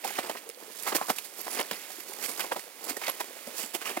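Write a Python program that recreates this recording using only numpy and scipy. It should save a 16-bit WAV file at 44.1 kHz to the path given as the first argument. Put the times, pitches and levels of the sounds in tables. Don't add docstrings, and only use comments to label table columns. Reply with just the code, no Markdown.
import sys
import numpy as np
from scipy import signal
from scipy.fft import rfft, irfft
from scipy.io import wavfile
from scipy.ndimage import uniform_filter1d

SR = 44100
rng = np.random.default_rng(int(sys.argv[2]) if len(sys.argv) > 2 else 0)


def store_wav(level_fs):
    pcm = np.round(np.clip(np.atleast_2d(level_fs), -1, 1) * 32767)
    wavfile.write(sys.argv[1], SR, pcm.T.astype(np.int16))


N = 176400

# (time [s], level [dB])
AIR_LEVEL = [(0, -45.5), (.55, -47.5), (.75, -44.5), (1.33, -46.5), (1.449, -43), (1.9, -43.5),
             (2.3, -46.5), (2.72, -45.5), (3.35, -43), (3.55, -39), (3.7, -43.5), (4, -39.5)]
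# (peak time [s], rise [s], decay [s], knock [dB], crunch [dB], fizz [dB], knock pitch [Hz])
BITES = [(0.0479, 0.0073, 0.012, -37.5, -36, -36.5, 630), (0.055, 0.009, 0.011, -39, -49, -44, 640),
         (0.078, 0.0035, 0.0061, -53, -46, -34, 711), (0.1062, 0.0022, 0.0033, -33, -45, -49.4, 730),
         (0.1882, 0.0024, 0.0041, -21, -35, -37, 745), (0.2968, 0.0015, 0.0068, -25.5, -31.5, -36, 635),
         (0.354, 0.0028, 0.0049, -35, -45, -55, 732), (0.372, 0.0074, 0.013, -50, -40.5, -44.5, 785),
         (0.4998, 0.0011, 0.002, -53, -38, -36.5, 480), (0.8766, 0.0097, 0.015, -27, -33.5, -32, 920),
         (0.886, 0.0023, 0.013, -57, -36, -34, 808), (0.926, 0.0047, 0.006, -26, -35, -46, 730),
         (0.9526, 0.0059, 0.0085, -26.5, -28.5, -26.5, 495), (0.963, 0.0076, 0.011, -54, -35, -27, 493),
         (0.985, 0.0027, 0.0041, -32.5, -44, -61, 735), (1.0141, 0.0013, 0.0026, -21, -44, -39, 700),
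         (1.0275, 0.0059, 0.0067, -36, -41, -42, 900), (1.085, 0.0022, 0.0074, -32, -65, -34, 685),
         (1.103, 0.0085, 0.0076, -23.5, -27.5, -27.5, 790), (1.163, 0.0027, 0.025, -56, -44.5, -38.5, 694),
         (1.1862, 0.0019, 0.0044, -57, -30.5, -30, 723), (1.2465, 0.0052, 0.019, -56, -50, -39.5, 616),
         (1.469, 0.004, 0.0062, -33.5, -41.5, -44, 690), (1.481, 0.0019, 0.0024, -29.5, -48, -90, 775),
         (1.595, 0.0056, 0.004, -29, -29, -39, 530), (1.6134, 0.01, 0.0038, -30, -31, -33, 690),
         (1.7123, 0.0009, 0.0044, -27, -27, -29, 550), (1.7345, 0.01, 0.014, -43, -38.5, -44, 484),
         (2.005, 0.0027, 0.002, -58, -39, -39, 513), (2.121, 0.0019, 0.0025, -38.5, -55, -51.5, 722),
         (2.396, 0.0022, 0.0049, -31, -53, -31, 1010), (2.4067, 0.001, 0.0022, -45, -28.5, -26, 769),
         (2.4436, 0.0049, 0.0094, -34, -52, -41.5, 606), (2.5215, 0.0058, 0.005, -23.5, -34, -39, 735),
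         (2.528, 0.0022, 0.012, -44, -45, -37, 620), (2.5668, 0.0072, 0.011, -31.5, -39.5, -38.5, 575),
         (2.5927, 0.0064, 0.038, -60, -49, -42.5, 577), (2.8992, 0.0087, 0.014, -36.5, -34, -29, 690),
         (2.97, 0.0027, 0.0049, -32, -43, -31.5, 500), (3.0166, 0.0025, 0.031, -38, -37.5, -42, 940),
         (3.069, 0.0039, 0.0076, -60, -30, -38, 892), (3.082, 0.0034, 0.0068, -28, -31, -33, 630),
         (3.0987, 0.0067, 0.0024, -32, -31, -35, 666), (3.208, 0.0067, 0.0068, -31, -31.5, -31.5, 750),
         (3.475, 0.008, 0.02, -39, -49, -43, 510), (3.75, 0.0098, 0.014, -33.5, -32, -29.5, 600),
         (3.817, 0.0054, 0.019, -39, -38, -40.5, 990), (3.9728, 0.0052, 0.0054, -25, -31.9, -37, 657)]
# (time [s], pitch [Hz], level [dB])
THUDS = [(.048, 773, -26), (0.465, 467, -41), (0.493, 478, -35), (.573, 507, -44), (.68, 422, -42.5),
         (.923, 383, -31.5), (.949, 329, -22.5), (1.1, 218, -24), (1.099, 753, -21), (1.599, 343, -29.5),
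         (1.715, 208, -33), (1.902, 760, -41), (1.984, 348, -38.5), (2.095, 387, -39), (2.287, 243, -36),
         (2.522, 515, -26), (2.908, 290, -33), (2.967, 1870, -33.5), (3.206, 970, -28), (3.473, 238, -34.5),
         (3.636, 251, -36), (3.749, 350, -31), (3.973, 343, -27.5)]
# (peak time [s], rise [s], decay [s], body [dB], crunch [dB], fizz [dB])
SCUFFS = [(0.0894, 0.049, 0.074, -46.5, -37, -36), (0.1897, 0.027, 0.02, -40, -35.5, -37),
          (0.2472, 0.017, 0.026, -40, -40.5, -43), (0.3024, 0.03, 0.11, -46.5, -44, -42.5),
          (0.628, 0.031, 0.024, -49, -53, -47.5), (0.857, 0.12, 0.35, -54, -44, -37),
          (1.406, 0.031, 0.024, -49, -56, -41.5), (1.5513, 0.093, 0.019, -52.5, -45, -36),
          (1.586, 0.04, 0.033, -38, -35, -35.5), (1.7424, 0.091, 0.28, -61, -45, -43),
          (1.9123, 0.016, 0.15, -74, -59, -45), (2.1026, 0.028, 0.36, -52, -53, -44),
          (2.259, 0.037, 0.0071, -45, -34, -29), (2.291, 0.0097, 0.031, -44.5, -39.5, -32),
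          (2.4055, 0.041, 0.075, -44, -40, -37), (2.8842, 0.067, 0.057, -44, -44.5, -37.5),
          (3.0526, 0.048, 0.25, -54.5, -43, -40), (3.6, 0.032, 0.019, -46, -42, -30),
          (3.6373, 0.029, 0.04, -51, -41, -38), (3.858, 0.0061, 0.039, -43, -34, -32.5),
          (3.8996, 0.0073, 0.015, -37.5, -42, -41)]
# (peak time [s], rise [s], decay [s], level [dB])
RASPS = [(.14, 0.017, .02, -44.5), (2.407, 0.0043, 0.008, -27.5), (3.07, 0.026, 0.013, -41),
         (3.61, 0.021, 0.018, -50), (3.825, 0.012, 0.0036, -37.5), (3.858, 0.0027, 0.035, -33.5)]
# (peak time [s], pitch [Hz], level [dB])
SQUEALS = [(.12, 11300, -47), (.205, 8150, -46), (1.02, 1114, -42), (1.395, 12250, -49),
           (1.54, 10000, -39.5), (2.29, 8720, -39.5), (3.65, 7650, -42.5)]
# (time [s], pitch [Hz], level [dB])
SNAPS = [(.187, 1000, -21.5), (.2975, 2600, -27), (.4918, 9000, -14.5), (1.1035, 2980, -20),
         (1.1862, 3600, -16), (1.597, 2000, -12), (1.712, 2420, -15), (2.3958, 3500, -15),
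         (2.4055, 3400, -17), (2.526, 1200, -22)]
# (time [s], pitch [Hz], level [dB])
CHIPS = [(0.513, 3500, -41), (0.547, 4200, -38), (.826, 10000, -25), (.835, 11000, -24),
         (1.63, 4900, -27.5), (2.547, 1010, -33), (2.595, 2020, -30), (3.038, 2500, -26)]
# (time [s], pitch [Hz], level [dB])
JINGLES = [(.961, 14500, -25), (1.108, 11650, -30), (1.184, 11340, -40), (1.387, 12300, -42),
           (1.413, 12570, -32.5), (2.002, 12450, -38), (2.843, 13200, -36), (3.097, 11400, -24)]

# (frequency [Hz], level [dB])
AIR_SPECTRUM = [(60, -55), (110, -38), (200, -5.5), (330, -2.5), (520, 1.5), (850, -3), (1300, -4),
                (2100, -1), (3500, -4.5), (6000, -5.5), (10000, -4.5), (16000, -6.5)]
# (frequency [ratio to the pitch], level [dB])
KNOCK_SPECTRUM = [(.02, -65), (.06, -56), (.13, -25), (.25, -8.5), (.45, -3), (.75, -0.5), (1.08, 3),
                  (1.55, 0.5), (2.2, -5), (4, -22), (12, -47)]
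# (frequency [Hz], level [dB])
CRUNCH_SPECTRUM = [(100, -39.5), (600, -8), (1100, -6), (1500, -3.5), (2100, 2), (3000, -1.5), (4000, -4.5),
                   (5200, -6.5), (8000, -25), (16000, -44)]
# (frequency [Hz], level [dB])
FIZZ_SPECTRUM = [(300, -15.5), (2500, -17.5), (4500, 0.5), (6000, -3.5), (7400, -3), (9200, 0),
                 (11500, 3.5), (13500, 2), (16000, -0.5)]
# (frequency [Hz], relative level [dB])
FRAME_MODES = [(3920, -5.5), (5530, -21), (7370, 0), (8200, 1.5), (8800, -1), (9270, 2.5), (9830, 3),
               (10350, 3.5), (11330, 2.5), (12490, 1.5), (14480, -2)]
# (frequency [Hz], level [dB])
BODY_SPECTRUM = [(30, -41), (80, -47), (150, -10.5), (250, -3), (380, 0), (560, -1.5), (780, -1),
                 (1200, -4), (2000, -20.5), (6000, -35)]
# (frequency [Hz], level [dB])
RASP_SPECTRUM = [(300, -17), (900, -9.5), (1700, -4), (2300, -4.5), (3100, 0), (3700, -12), (5500, -33),
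                 (12000, -42)]

# (frequency [Hz], left minus right [dB])
LEFT_SHADE = [(200, -0.5), (400, -1), (1000, -4.5), (1600, -6.5), (2800, -8.5), (4000, -9.5), (5000, -14.5),
              (7000, -16), (11000, -16.5), (16000, -19.5)]
# (frequency [Hz], coherence [0 to 1])
COHERENCE = [(700, 1), (1400, 0.92), (3400, 0.86), (4300, 0.19), (6500, 0.47), (10000, 0.21), (16000, .3)]
# (frequency [Hz], left lead [rad])
LEFT_LEAD = [(40, .1), (170, 0.43), (420, 0.85), (700, 1.24), (1500, 1.41), (3600, 1.13), (6400, 1.9),
             (9500, 5.9), (15000, 1.2)]
# (time [s], gain [dB])
TREBLE_SWAY = [(0, -2.5), (.2, 1.5), (.4, 0), (0.752, -2), (1.02, 3), (1.37, 0), (1.6, 2.5), (2.25, -2),
               (2.5, 2), (2.85, -1), (3.1, 2.5), (3.7, -2), (4, 2.5)]


def amp(db):
    return 10 ** (np.asarray(db) / 20)


def unit_rms(x):
    return x / np.sqrt(np.mean(x ** 2, -1, keepdims=True) + 1e-20)


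def read(points, hz):
    freqs, values = np.transpose(points)
    return np.interp(np.log(hz + 1e-6), np.log(freqs), values)


def fader(points):
    return amp(np.interp(np.arange(N) / SR, *np.transpose(points)))


def add(mix, s, sound):
    at = round(s * SR)
    sound = sound[:, max(-at, 0):]
    part = mix[:, max(at, 0):][:, :sound.shape[1]]
    part += sound[:, :part.shape[1]]


def colour(points, pitch=1, size=4096):
    hz = abs(np.fft.fftfreq(size, 1 / SR))
    log_gain = np.log(amp(read(points, hz / pitch)))
    spectrum = np.exp(np.conj(signal.hilbert(log_gain)))
    return np.fft.ifft(spectrum).real[:size // 2]


def ring(hz, width_hz, size=2048):
    t = np.arange(size) / SR
    return np.exp(-np.pi * width_hz * t) * np.sin(2 * np.pi * hz * t)


def fractures(per_s, spread_db, dust):
    sizes = amp(spread_db * np.minimum(rng.exponential(1, N), 3))
    breaks = rng.random(N) < per_s / SR
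    cracks = sizes * breaks * rng.uniform(-1, 1, (2, N))
    return unit_rms(cracks) + dust * rng.standard_normal((2, N))


def swell(cracks, response, s, rise, decay, db, attack_curve=1.73):
    t = np.arange(-2 * rise, min(5 * decay, 1), 1 / SR)
    envelope = np.exp(np.where(t < 0, -abs(t / rise) ** attack_curve, -t / decay))
    start = s + t[0]
    drive = np.take(cracks, round(start * SR) + np.arange(len(t)), axis=1, mode="wrap") * envelope
    sound = signal.fftconvolve(drive, response[None], axes=1)
    return start, amp(db) * sound * np.linalg.norm(envelope) / np.linalg.norm(sound, axis=1)[:, None]


def air():
    grit = fractures(per_s=1200, spread_db=2.5, dust=1.36)
    hiss = signal.oaconvolve(grit, colour(AIR_SPECTRUM)[None], axes=1)[:, :N]
    return unit_rms(hiss) * fader(AIR_LEVEL)


def far_steps(per_s=20, centre_hz=430, q=1.7, mean_db=-49.5, spread_db=9):
    out, cracks = np.zeros((2, N)), fractures(per_s=4500, spread_db=4, dust=0.86)
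    for k, (jitter, weight, pitch) in enumerate(rng.uniform(-1, 1, (160, 3))):
        s = (k + jitter) / per_s
        if s < N / SR:
            hz = centre_hz * 1.4 ** pitch
            knock = np.diff(ring(hz, hz / q))
            db = mean_db + spread_db * weight
            add(out, *swell(cracks, knock, s, rise=0.0011, decay=0.0064, db=db))
    return out


def clumping(depth_db, samples):
    drift = uniform_filter1d(uniform_filter1d(rng.standard_normal(N), samples), samples)
    return amp(depth_db * unit_rms(drift))


def splinters(per_s=650, low_hz=1100, high_hz=7000, pitches=14, q=8, db=-5):
    out = np.zeros((2, N))
    for hz in np.geomspace(low_hz, high_hz, pitches):
        cracks = fractures(per_s / pitches, spread_db=2, dust=0)
        out += signal.oaconvolve(cracks, hz * ring(hz, hz / q)[None], axes=1)[:, :N]
    return amp(db) * unit_rms(out)


def crystals(frame_db=-4.5, spread_db=4.5, detune=0.02):
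    contact = rng.uniform(-1, 1, (len(FRAME_MODES), 2))
    frame = sum(amp(db + spread_db * force) * ring(hz * (1 + detune * shift), width_hz=150)
                for (hz, db), (force, shift) in zip(FRAME_MODES, contact))
    return unit_rms(colour(FIZZ_SPECTRUM)) + amp(frame_db) * unit_rms(frame)


def bites(knock_trim_db=1, crunch_trim_db=1.5, fizz_trim_db=4):
    out, crunch = np.zeros((2, N)), colour(CRUNCH_SPECTRUM)
    deep = fractures(per_s=3000, spread_db=1.5, dust=0.67)
    coarse = fractures(per_s=4000, spread_db=4, dust=0.52)
    fine = fractures(per_s=7000, spread_db=4, dust=0.6)
    clumps = clumping(depth_db=1, samples=90)
    coarse = unit_rms(coarse * clumps) + splinters()
    fine *= clumps
    for s, rise, decay, knock_db, crunch_db, fizz_db, hz in BITES:
        add(out, *swell(deep, colour(KNOCK_SPECTRUM, hz), s, rise, decay, knock_db + knock_trim_db))
        add(out, *swell(coarse, crunch, s, rise, decay, crunch_db + crunch_trim_db))
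        add(out, *swell(fine, crystals(), s, rise, decay, fizz_db + fizz_trim_db))
    return out


def thuds(rise_cycles=0.5, decay_s=0.0057):
    out, t = np.zeros((2, N)), np.arange(SR // 12) / SR
    for s, hz, db in THUDS:
        envelope = 2 * (1 - np.exp(-t * hz / rise_cycles)) * np.exp(-t / decay_s)
        phase = 2 * np.pi * (hz * t + rng.random((2, 1)))
        add(out, s, amp(db) * envelope * np.sin(phase))
    return out


def scuffs(body_trim_db=2, crunch_trim_db=-1, fizz_trim_db=1.5):
    out, body, crunch = np.zeros((2, N)), colour(BODY_SPECTRUM), colour(CRUNCH_SPECTRUM)
    clumps = clumping(depth_db=2.6, samples=130)
    deep = fractures(per_s=500, spread_db=5, dust=0.63)
    coarse = fractures(per_s=1700, spread_db=2, dust=1.37) * clumps
    fine = fractures(per_s=3200, spread_db=3, dust=0.97) * clumps
    coarse = unit_rms(coarse) + splinters()
    for s, rise, decay, body_db, crunch_db, fizz_db in SCUFFS:
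        add(out, *swell(deep, body, s, rise, decay, body_db + body_trim_db))
        add(out, *swell(coarse, crunch, s, rise, decay, crunch_db + crunch_trim_db))
        add(out, *swell(fine, crystals(), s, rise, decay, fizz_db + fizz_trim_db))
    for s, rise, decay, db in RASPS:
        add(out, *swell(coarse, colour(RASP_SPECTRUM), s, rise, decay, db))
    return out


def squeals(chatter):
    out = np.zeros((2, N))
    for s, hz, db in SQUEALS:
        add(out, *swell(chatter, ring(hz, width_hz=110), s, rise=0.049, decay=0.046, db=db))
    return out


def snaps(q=1.1, spray_db=-18, spray_decay_s=0.0011):
    out, t = np.zeros((2, N)), np.arange(SR // 100) / SR
    for s, hz, db in SNAPS:
        crack = np.diff(ring(hz, hz / q))
        crack /= abs(crack).max()
        spray = amp(spray_db) * rng.standard_normal((2, len(t))) * np.exp(-t / spray_decay_s)
        add(out, s, amp(db) * signal.fftconvolve((t == 0) + spray, crack[None], axes=1))
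    return out


def chips(chatter, q=4):
    out = np.zeros((2, N))
    for s, hz, db in CHIPS:
        add(out, *swell(chatter, np.diff(ring(hz, hz / q)), s, rise=0.00069, decay=0.00081, db=db))
    return out


def jingles(chatter, width_hz=130, max_split=0.027, partner_db=-18):
    out = np.zeros((2, N))
    for s, hz, db in JINGLES:
        below, above = max_split * rng.uniform(0.5, 1, 2)
        partners = ring(hz * (1 - below), width_hz) + ring(hz * (1 + above), width_hz)
        link = ring(hz, width_hz) + amp(partner_db) * partners
        add(out, *swell(chatter, link, s, rise=0.0051, decay=0.0068, db=db))
    return out


def slope_scatter(direct, db=-16, delay_s=0.003, decay_s=0.012):
    t = np.arange(SR // 6) / SR
    tail = rng.standard_normal((2, len(t))) * np.exp(-t / decay_s) * (t > delay_s)
    tail = unit_rms(tail) / np.sqrt(len(t))
    return direct + amp(db) * signal.oaconvolve(direct, tail, axes=1)[:, :N]


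def microphones(x):
    hz = np.fft.rfftfreq(N, 1 / SR)
    right, stray = rfft(x)
    coherence = read(COHERENCE, hz)
    left = coherence * right + np.sqrt(1 - coherence ** 2) * stray
    left *= amp(read(LEFT_SHADE, hz)) * np.exp(1j * read(LEFT_LEAD, hz))
    return irfft(np.array([left, right]), N)


def treble_sway(pair, above_hz=980):
    left, right = pair
    treble = signal.sosfiltfilt(signal.butter(2, above_hz, "high", fs=SR, output="sos"), left)
    return np.array([left + (fader(TREBLE_SWAY) - 1) * treble, right])


def scene():
    near = bites() + snaps() + scuffs()
    chatter = fractures(per_s=3400, spread_db=4, dust=0.24)
    near += jingles(chatter) + thuds() + chips(chatter) + squeals(chatter)
    glacier = slope_scatter(near + far_steps()) + air()
    return treble_sway(microphones(glacier))


def record(dry, low_cut_hz=254, top_hz=16000):
    wind_filter = signal.butter(2, low_cut_hz, "high", fs=SR, output="sos")
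    band_limit = signal.firwin(511, top_hz, window=("kaiser", 9), fs=SR)
    return signal.oaconvolve(signal.sosfilt(wind_filter, dry), band_limit[None], "same")


dry = scene()
out = record(dry)
store_wav(out)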